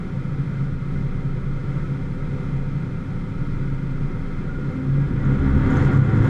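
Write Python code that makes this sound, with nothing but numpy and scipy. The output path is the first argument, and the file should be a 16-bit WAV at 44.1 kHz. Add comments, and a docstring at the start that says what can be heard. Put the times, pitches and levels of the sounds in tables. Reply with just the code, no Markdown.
"""Inside the cab of a V8 truck. At first the engine idles: unequal cylinders make the cab air chug
and boom near 137 Hz, the body rocks on its mounts, and a heater blower rushes and hums throughout.
After about four seconds the truck pulls away. The crank orders climb through the panel resonances,
and the intake growl and engine roar grow with the load, with brief pitched swells in the roar.
Near the end, loose trim buzzes and chirps as the body twists, and the loudest moments crackle softly."""
import sys
import numpy as np
from scipy.fft import rfft, irfft, next_fast_len
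from scipy.io import wavfile
from scipy.ndimage import map_coordinates

SR = 44100
rng = np.random.default_rng(int(sys.argv[2]) if len(sys.argv) > 2 else 0)


def int16_out(signal):
    """Quantize to a 16-bit WAV file."""
    q = np.round(np.clip(np.atleast_2d(signal).T, -1, 1) * 32767)
    wavfile.write(sys.argv[1], SR, q.astype(np.int16))


N = 277389
FIRINGS = 8  # per four-stroke cycle

# Each row: time in seconds, firings per second, load in dB relative to full pull.
SPEED_AND_LOAD = [(0, 37.34, -26), (4.25, 37.34, -23), (4.5, 42, -19), (4.87, 44.7, -16.5), (5.04, 48, -14),
                  (5.14, 51, -12), (5.23, 56, -10), (5.33, 62.5, -7), (5.53, 69, -5.5), (5.62, 72, -4.5),
                  (5.71, 75.2, -1.5), (5.78, 83, .5), (5.96, 98, -2), (6.01, 101, -8), (6.06, 104, -7.5),
                  (6.1, 106.5, -4), (6.18, 111, -2.5), (6.29, 115, 0)]
def crank():
    """Phase is the integral of frequency: a slightly unsteady firing rate gives the count of cycles."""
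    rate, load_db = curves(SPEED_AND_LOAD)
    cycles = np.cumsum(rate * (1 + 0.0063 * wobble(11))) / SR / FIRINGS
    return rate, cycles, load_db

# Each row: order of the cycle, level in dB once pulling (before the panels), dB per dB of load till then.
STRONG_ORDERS = [(8, -28.5, .9), (16, -34, 1.2), (24, -32, 1.25), (11, -33, 1.5)]
# Panel resonances and dips. Each row: centre in Hz, width in Hz, gain in dB.
PANEL_MODES = [(51, 6, 4), (69, 10, 9), (78, 6, -14), (87, 4, 5), (93, 4, -8), (101, 8, 8), (111, 12, 9),
               (150, 16, 7), (170, 20, -5), (205, 30, 5), (308, 20, -12)]
def firing_orders(rate, cycles, building_db):
    """Forced vibration: harmonics of the engine cycle are lifted or damped as they sweep past panels."""
    out = 0
    for order, db, growth in STRONG_ORDERS:
        turns = order * (cycles + 0.006 * wobble(25))  # firings come a little early or late
        panel_db = bumps_db(PANEL_MODES, order * rate / FIRINGS)
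        out += tone(turns, db + growth * building_db + panel_db + 2.5 * wobble(25))
    return out

# Each row: order of the cycle, level in dB at idle.
UNEVEN_ORDERS = [(3, -46), (4, -52.5), (6, -45.5), (32, -41.5), (40, -41), (42, -54.5), (56, -43.5)]
def uneven_cylinders(rate, cycles):
    """Unequal cylinders repeat once a cycle; their harmonics flutter with the burn and fade with speed."""
    evening_db = -0.8 * (rate - rate[0])
    return sum(tone(order * cycles, db + 1.2 * wobble(2.1) + evening_db) for order, db in UNEVEN_ORDERS)

# Three noise spectra. Each row: frequency in Hz, relative spectral density in dB.
LOW_SPECTRUM = [(18, -41.5), (30, -14), (43, -8.5), (105, -3), (138, -12), (170, -14), (205, -2), (267, -7),
                (301, -13), (497, -27.5), (700, -52), (1540, -120)]
INTAKE_SPECTRUM = [(120, -90), (240, -25), (310, 0), (410, -3), (560, -30), (1200, -120)]
HIGH_SPECTRUM = [(320, -12), (550, -9.5), (800, -8), (1400, -6), (2070, -12), (2800, -19), (3300, -21.5),
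                 (4300, -31), (6000, -47), (15000, -81)]
# Engine bay resonances and dips. Each row: centre in Hz, width in Hz, gain in dB.
BAY_MODES = [(1160, 60, 1.5), (1304, 49, -7.5), (1670, 52, 3), (1840, 37, 2), (1920, 46, 3),
             (2080, 51, -4.5), (2300, 84, -5), (2450, 79, -7.5)]
def roar(cycles, load_db, building_db):
    """Broadband engine noise grows with load; the firings amplitude-modulate its highest band."""
    low = amp(-21 + 0.5 * load_db + 0.2 * building_db) * rush(LOW_SPECTRUM)
    intake = amp(-32 + 1.3 * load_db) * rush(INTAKE_SPECTRUM)
    throb = 1 + 0.14 * np.cos(2 * np.pi * FIRINGS * cycles)
    high = amp(-31 + load_db + 0.94 * wobble(20)) * throb * rush(HIGH_SPECTRUM, BAY_MODES)
    return low + intake + high

# Each row: time of the peak in seconds, seconds to fall 24 dB, frequency in Hz, peak level in dB.
ROAR_SWELLS = [(4.5, .04, 1420, -41), (4.56, .035, 1420, -42), (4.642, .035, 1420, -42),
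               (5.05, .1, 1650, -50), (5.22, .04, 1950, -47), (5.315, .052, 493, -39),
               (5.755, .04, 495, -34), (5.76, .057, 945, -39), (6.112, .05, 768, -43), (6.2, .12, 62, -29),
               (6.254, .036, 1400, -40)]
def roar_swells():
    """Tone bursts: brief pitched swells in the roar, with Gaussian envelopes and an unsteady pitch."""
    t = np.arange(N) / SR
    drift = wandering_turns(0, 9, 40)
    return sum(tone(hz * t + drift, db - 24 * ((t - peak) / fall) ** 2)
               for peak, fall, hz, db in ROAR_SWELLS)

# Each row: time in seconds, level of the boom in dB before the kicks scale it.
BOOM_LEVEL = [(0, -38), (.19, -22), (.62, -22), (.95, -24), (1.4, -22), (1.7, -24), (1.95, -22), (2.2, -30),
              (2.33, -24), (2.44, -27), (2.57, -20), (2.8, -25), (3.2, -30), (3.33, -34), (3.42, -22),
              (3.8, -23), (3.95, -21), (4.07, -24), (4.15, -36), (4.55, -34), (4.68, -26), (4.82, -36),
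              (4.91, -19), (5.03, -20), (5.13, -36), (5.18, -19), (5.23, -28), (5.28, -18), (5.33, -19),
              (5.4, -38), (5.46, -20), (5.52, -28), (5.57, -19), (5.62, -22), (5.68, -36), (5.78, -21),
              (5.82, -24), (5.87, -13), (5.912, -30), (5.95, -16), (6.02, -15), (6.08, -30), (6.14, -24),
              (6.19, -30), (6.24, -21), (6.29, -28)]
# Each row: place in the cycle from 0 to 1, relative strength in dB.
CYLINDER_KICKS = [(.24, -5), (.52, -6.5), (.89, 0)]
# Each row: frequency in Hz, width in Hz, level of the strongest kick in dB, kicks laid out as above.
CHUG_MODES = [(75, 25, -39, [(.09, -7), (.48, -3), (.68, 0), (.88, -2)]), (107, 18, -30, [(.03, -8),
              (.41, 0), (.73, -4)])]
def cab_boom(rate, cycles, boom_hz=137):
    """Cavity resonance: unequal cylinders kick the cab's low air modes; the chug fades above idle."""
    idling = np.exp(-np.abs(rate - rate[0]) / 3)  # 1/e at 3 firings per second above idle
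    throb = 1 - idling + idling * (0.19 + 0.89 * kicks(CYLINDER_KICKS, cycles))
    boom = throb * tone(wandering_turns(boom_hz, 1.35, 9), curves(BOOM_LEVEL)[0])
    chug = sum(kicks(table, cycles) * tone(wandering_turns(hz, 0.2 * width, 15), db)
               for hz, width, db, table in CHUG_MODES)
    return boom + idling * chug

def kicks(table, cycles, width_cycles=0.075):
    """Periodic excitation: Gaussian swells of gain at set places in the cycle, varying in strength."""
    gain = 0
    for place, db in table:
        offset = (cycles - place + 0.5) % 1 - 0.5
        gain += amp(db + 0.78 * wobble(5.11)) * np.exp(-0.5 * (offset / width_cycles) ** 2)
    return gain

# Each row: time in seconds, level in dB.
DRONE_LEVEL = [(0, -50), (4.5, -42), (4.7, -34), (5.35, -36), (5.46, -27), (5.55, -31), (5.63, -27),
               (5.74, -28), (5.88, -33), (5.96, -26), (6.04, -38), (6.25, -30)]
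def cab_drone(hz=269.6):
    """A higher resonance of the cab air, near the boom's octave, swells as the pull builds."""
    return tone(wandering_turns(hz, 6, 14), curves(DRONE_LEVEL)[0] + 3 * wobble(25))

# Each row: time in seconds, level in dB.
ROCKING_LEVEL = [(0, -42), (.36, -41), (.5, -31), (1.4, -30), (3.3, -33), (3.75, -26), (4.35, -28),
                 (4.7, -35), (5.4, -27), (5.8, -25), (6.1, -34)]
def body_rocking(hz=22.9):
    """A mass on springs: the body rocks on its mounts at the lower edge of hearing."""
    return tone(wandering_turns(hz, 0.54, 0.96), curves(ROCKING_LEVEL)[0] + 1.5 * wobble(4.4))

# Each row: frequency in Hz, relative spectral density in dB.
BUZZ_SPECTRUM = [(3000, -31), (4300, -2), (5000, 0), (5900, -1.5), (6800, .5), (8200, -6.5), (11300, -14),
                 (12300, -23), (15000, -38)]
def trim_buzz(load_db):
    """Dense small impacts merge into noise whose size jumps from grain to grain and grows with load."""
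    grains = amp(2.2 * wobble(250) + 1.0 * wobble(30))
    return amp(-57.5 + 1.4 * load_db) * unit(grains * rush(BUZZ_SPECTRUM))

# Each row: start in seconds, level in dB, frequency in Hz, seconds to decay by 60 dB.
TRIM_CHIRPS = [(5.249, -47, 6650, .025), (5.705, -43, 6860, .035), (5.74, -45, 6940, .03),
               (5.768, -39, 6250, .04), (5.806, -44, 6900, .026), (5.849, -46, 5600, .023),
               (5.973, -50, 7640, .025), (6.045, -48, 6760, .021)]
def trim_chirps():
    """Damped free vibration: a loose part rings briefly and holds its pitch poorly."""
    out, t = np.zeros(N + SR), np.arange(SR // 10) / SR
    attack = 1 - np.exp(-t / 0.0021)
    for start, db, hz, t60 in TRIM_CHIRPS:
        wander = np.cumsum(0.13 * rng.standard_normal(len(t)))
        ring = np.sin(2 * np.pi * hz * t + wander)
        out[round(start * SR):][:len(t)] += amp(db - 60 * t / t60) * attack * ring
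    return out[:N]

# Each row: start in seconds, level in dB before filtering.
PEAK_TICKS = [(5.645, -55), (5.88, -46), (5.932, -41), (5.965, -48)]
def peak_ticks(t60=0.02):
    """Broadband transients: decaying bursts of band-passed noise crackle softly at the loudest moments."""
    out, t = np.zeros(N + SR), np.arange(SR // 10) / SR
    for start, db in PEAK_TICKS:
        out[round(start * SR):][:len(t)] += amp(db - 60 * t / t60) * rng.standard_normal(len(t))
    return filtered(out[:N], lambda hz: hz / (hz + 2500) / (1 + (hz / 9000) ** 4))

# Each row: frequency in Hz, relative spectral density in dB.
VENT_SPECTRUM = [(10, -32), (20, -0.5), (30, -24.5), (46, -31.5), (70, -17.5), (140, -11), (270, -17),
                 (420, -28.5), (650, -40.5), (1360, -39), (2300, -43.5), (3300, -50), (5000, -56.5),
                 (9000, -66), (12500, -76.5), (15000, -89.5)]
# Each row: multiple of the fan's turning rate, level in dB.
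FAN_HARMONICS = [(1, -50), (3, -37), (4, -48)]
def blower(fan_hz=56.72):
    """Flow noise rushes steadily from the vents while the fan hums at harmonics of its rotation."""
    turns = wandering_turns(fan_hz, 0.12, 2)
    air = amp(-31 + 0.5 * wobble(6.4)) * rush(VENT_SPECTRUM)
    return air + sum(tone(k * turns, db + 0.2 * wobble(6.8)) for k, db in FAN_HARMONICS)

# Cab resonances and dips. Each row: centre in Hz, width in Hz, gain in dB.
CAB_MODES = [(102, 25, -2.5), (74, 17, -3), (122.6, 2.4, -6.5), (139, 36, 4), (163.7, 12, 7),
             (177.3, 8.2, -17.5), (199, 4.9, 5.5), (240.8, 42.5, -6.5), (323, 14, -5), (353, 8.5, 5.5),
             (399, 19, 6.5), (505.8, 44.7, 11), (568.5, 27, 8), (765, 38, 8.5), (846, 34, -4.5),
             (928, 46, 9), (1159, 46, 5), (1229, 34, 3.5), (1300, 43, 10), (1460, 38, 3.5),
             (1415, 143, 9.5), (1540, 82, -5), (1617, 70, 5), (1950, 34, 3.5), (2110, 29, 2.5),
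             (2447, 43, 4), (2490, 28, -4), (2073, 109, 9.5), (2833, 130, -10.5), (3320, 440, 2),
             (4270, 90, 3.5), (4650, 200, -5.5), (4950, 220, 3), (2364, 71, 3.5)]
def rush(spectrum, resonances=()):
    """Source and filter: noise shaped by a spectrum, the cab and any further resonances, at rms 1."""
    noise, modes = rng.standard_normal(N), [*CAB_MODES, *resonances]
    return unit(filtered(noise, lambda hz: amp(along(spectrum, hz) + bumps_db(modes, hz))))

def bumps_db(table, hz):
    """Resonance curves: the gain in dB of a sum of Lorentzian peaks and dips."""
    return sum(db / (1 + (2 * (hz - centre) / width) ** 2) for centre, width, db in table)

def tone(turns, db):
    """A sinusoid of given rms level from its running count of turns."""
    return np.sqrt(2) * amp(db) * np.sin(2 * np.pi * (turns + rng.random()))

def wandering_turns(hz, spread_hz, rate):
    """Random frequency modulation: the running count of turns of a pitch that strays about hz."""
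    return np.cumsum(hz + spread_hz * wobble(rate)) / SR

def wobble(rate):
    """A smooth random curve with rate knots a second."""
    return map_coordinates(rng.standard_normal(int(N * rate / SR) + 4), [np.arange(N) * rate / SR])

def curves(rows):
    """Linear interpolation: one value per sample for each column after the time."""
    times, *columns = np.transpose(rows)
    return [np.interp(np.arange(N) / SR, times, column) for column in columns]

def along(points, hz):
    """Interpolation of (Hz, value) points on a logarithmic frequency axis."""
    freqs, values = np.transpose(points)
    return np.interp(np.log(hz + 1), np.log(freqs + 1), values)

def filtered(x, response):
    """Linear filtering: the spectrum of x times a frequency response."""
    size = next_fast_len(N + SR // 2)
    return irfft(rfft(x, size) * response(np.fft.rfftfreq(size, 1 / SR)), size)[:N]

def amp(db):
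    """Decibels as an amplitude ratio."""
    return 10 ** (np.asarray(db) / 20)

def unit(x):
    """Normalisation to rms 1."""
    return x / np.sqrt(np.mean(x ** 2) + 1e-20)

def scene():
    """Superposition: engine, cab, trim, crackle and blower add in one channel."""
    rate, cycles, load_db = crank()
    building_db = np.minimum(load_db + 4.5, 0)  # the orders stop growing at a load of -4.5 dB
    engine = firing_orders(rate, cycles, building_db) + uneven_cylinders(rate, cycles)
    engine += roar(cycles, load_db, building_db) + roar_swells()
    cab = cab_boom(rate, cycles) + cab_drone() + body_rocking()
    trim = trim_buzz(load_db) + trim_chirps()
    return (engine + cab + trim + peak_ticks() + blower())[None]

def record(dry):
    """Band limiting: an ideal low-pass filter keeps nothing above 15 kHz."""
    return filtered(dry[0], lambda hz: hz < 15000)[None]

dry = scene()
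out = record(dry)
int16_out(out)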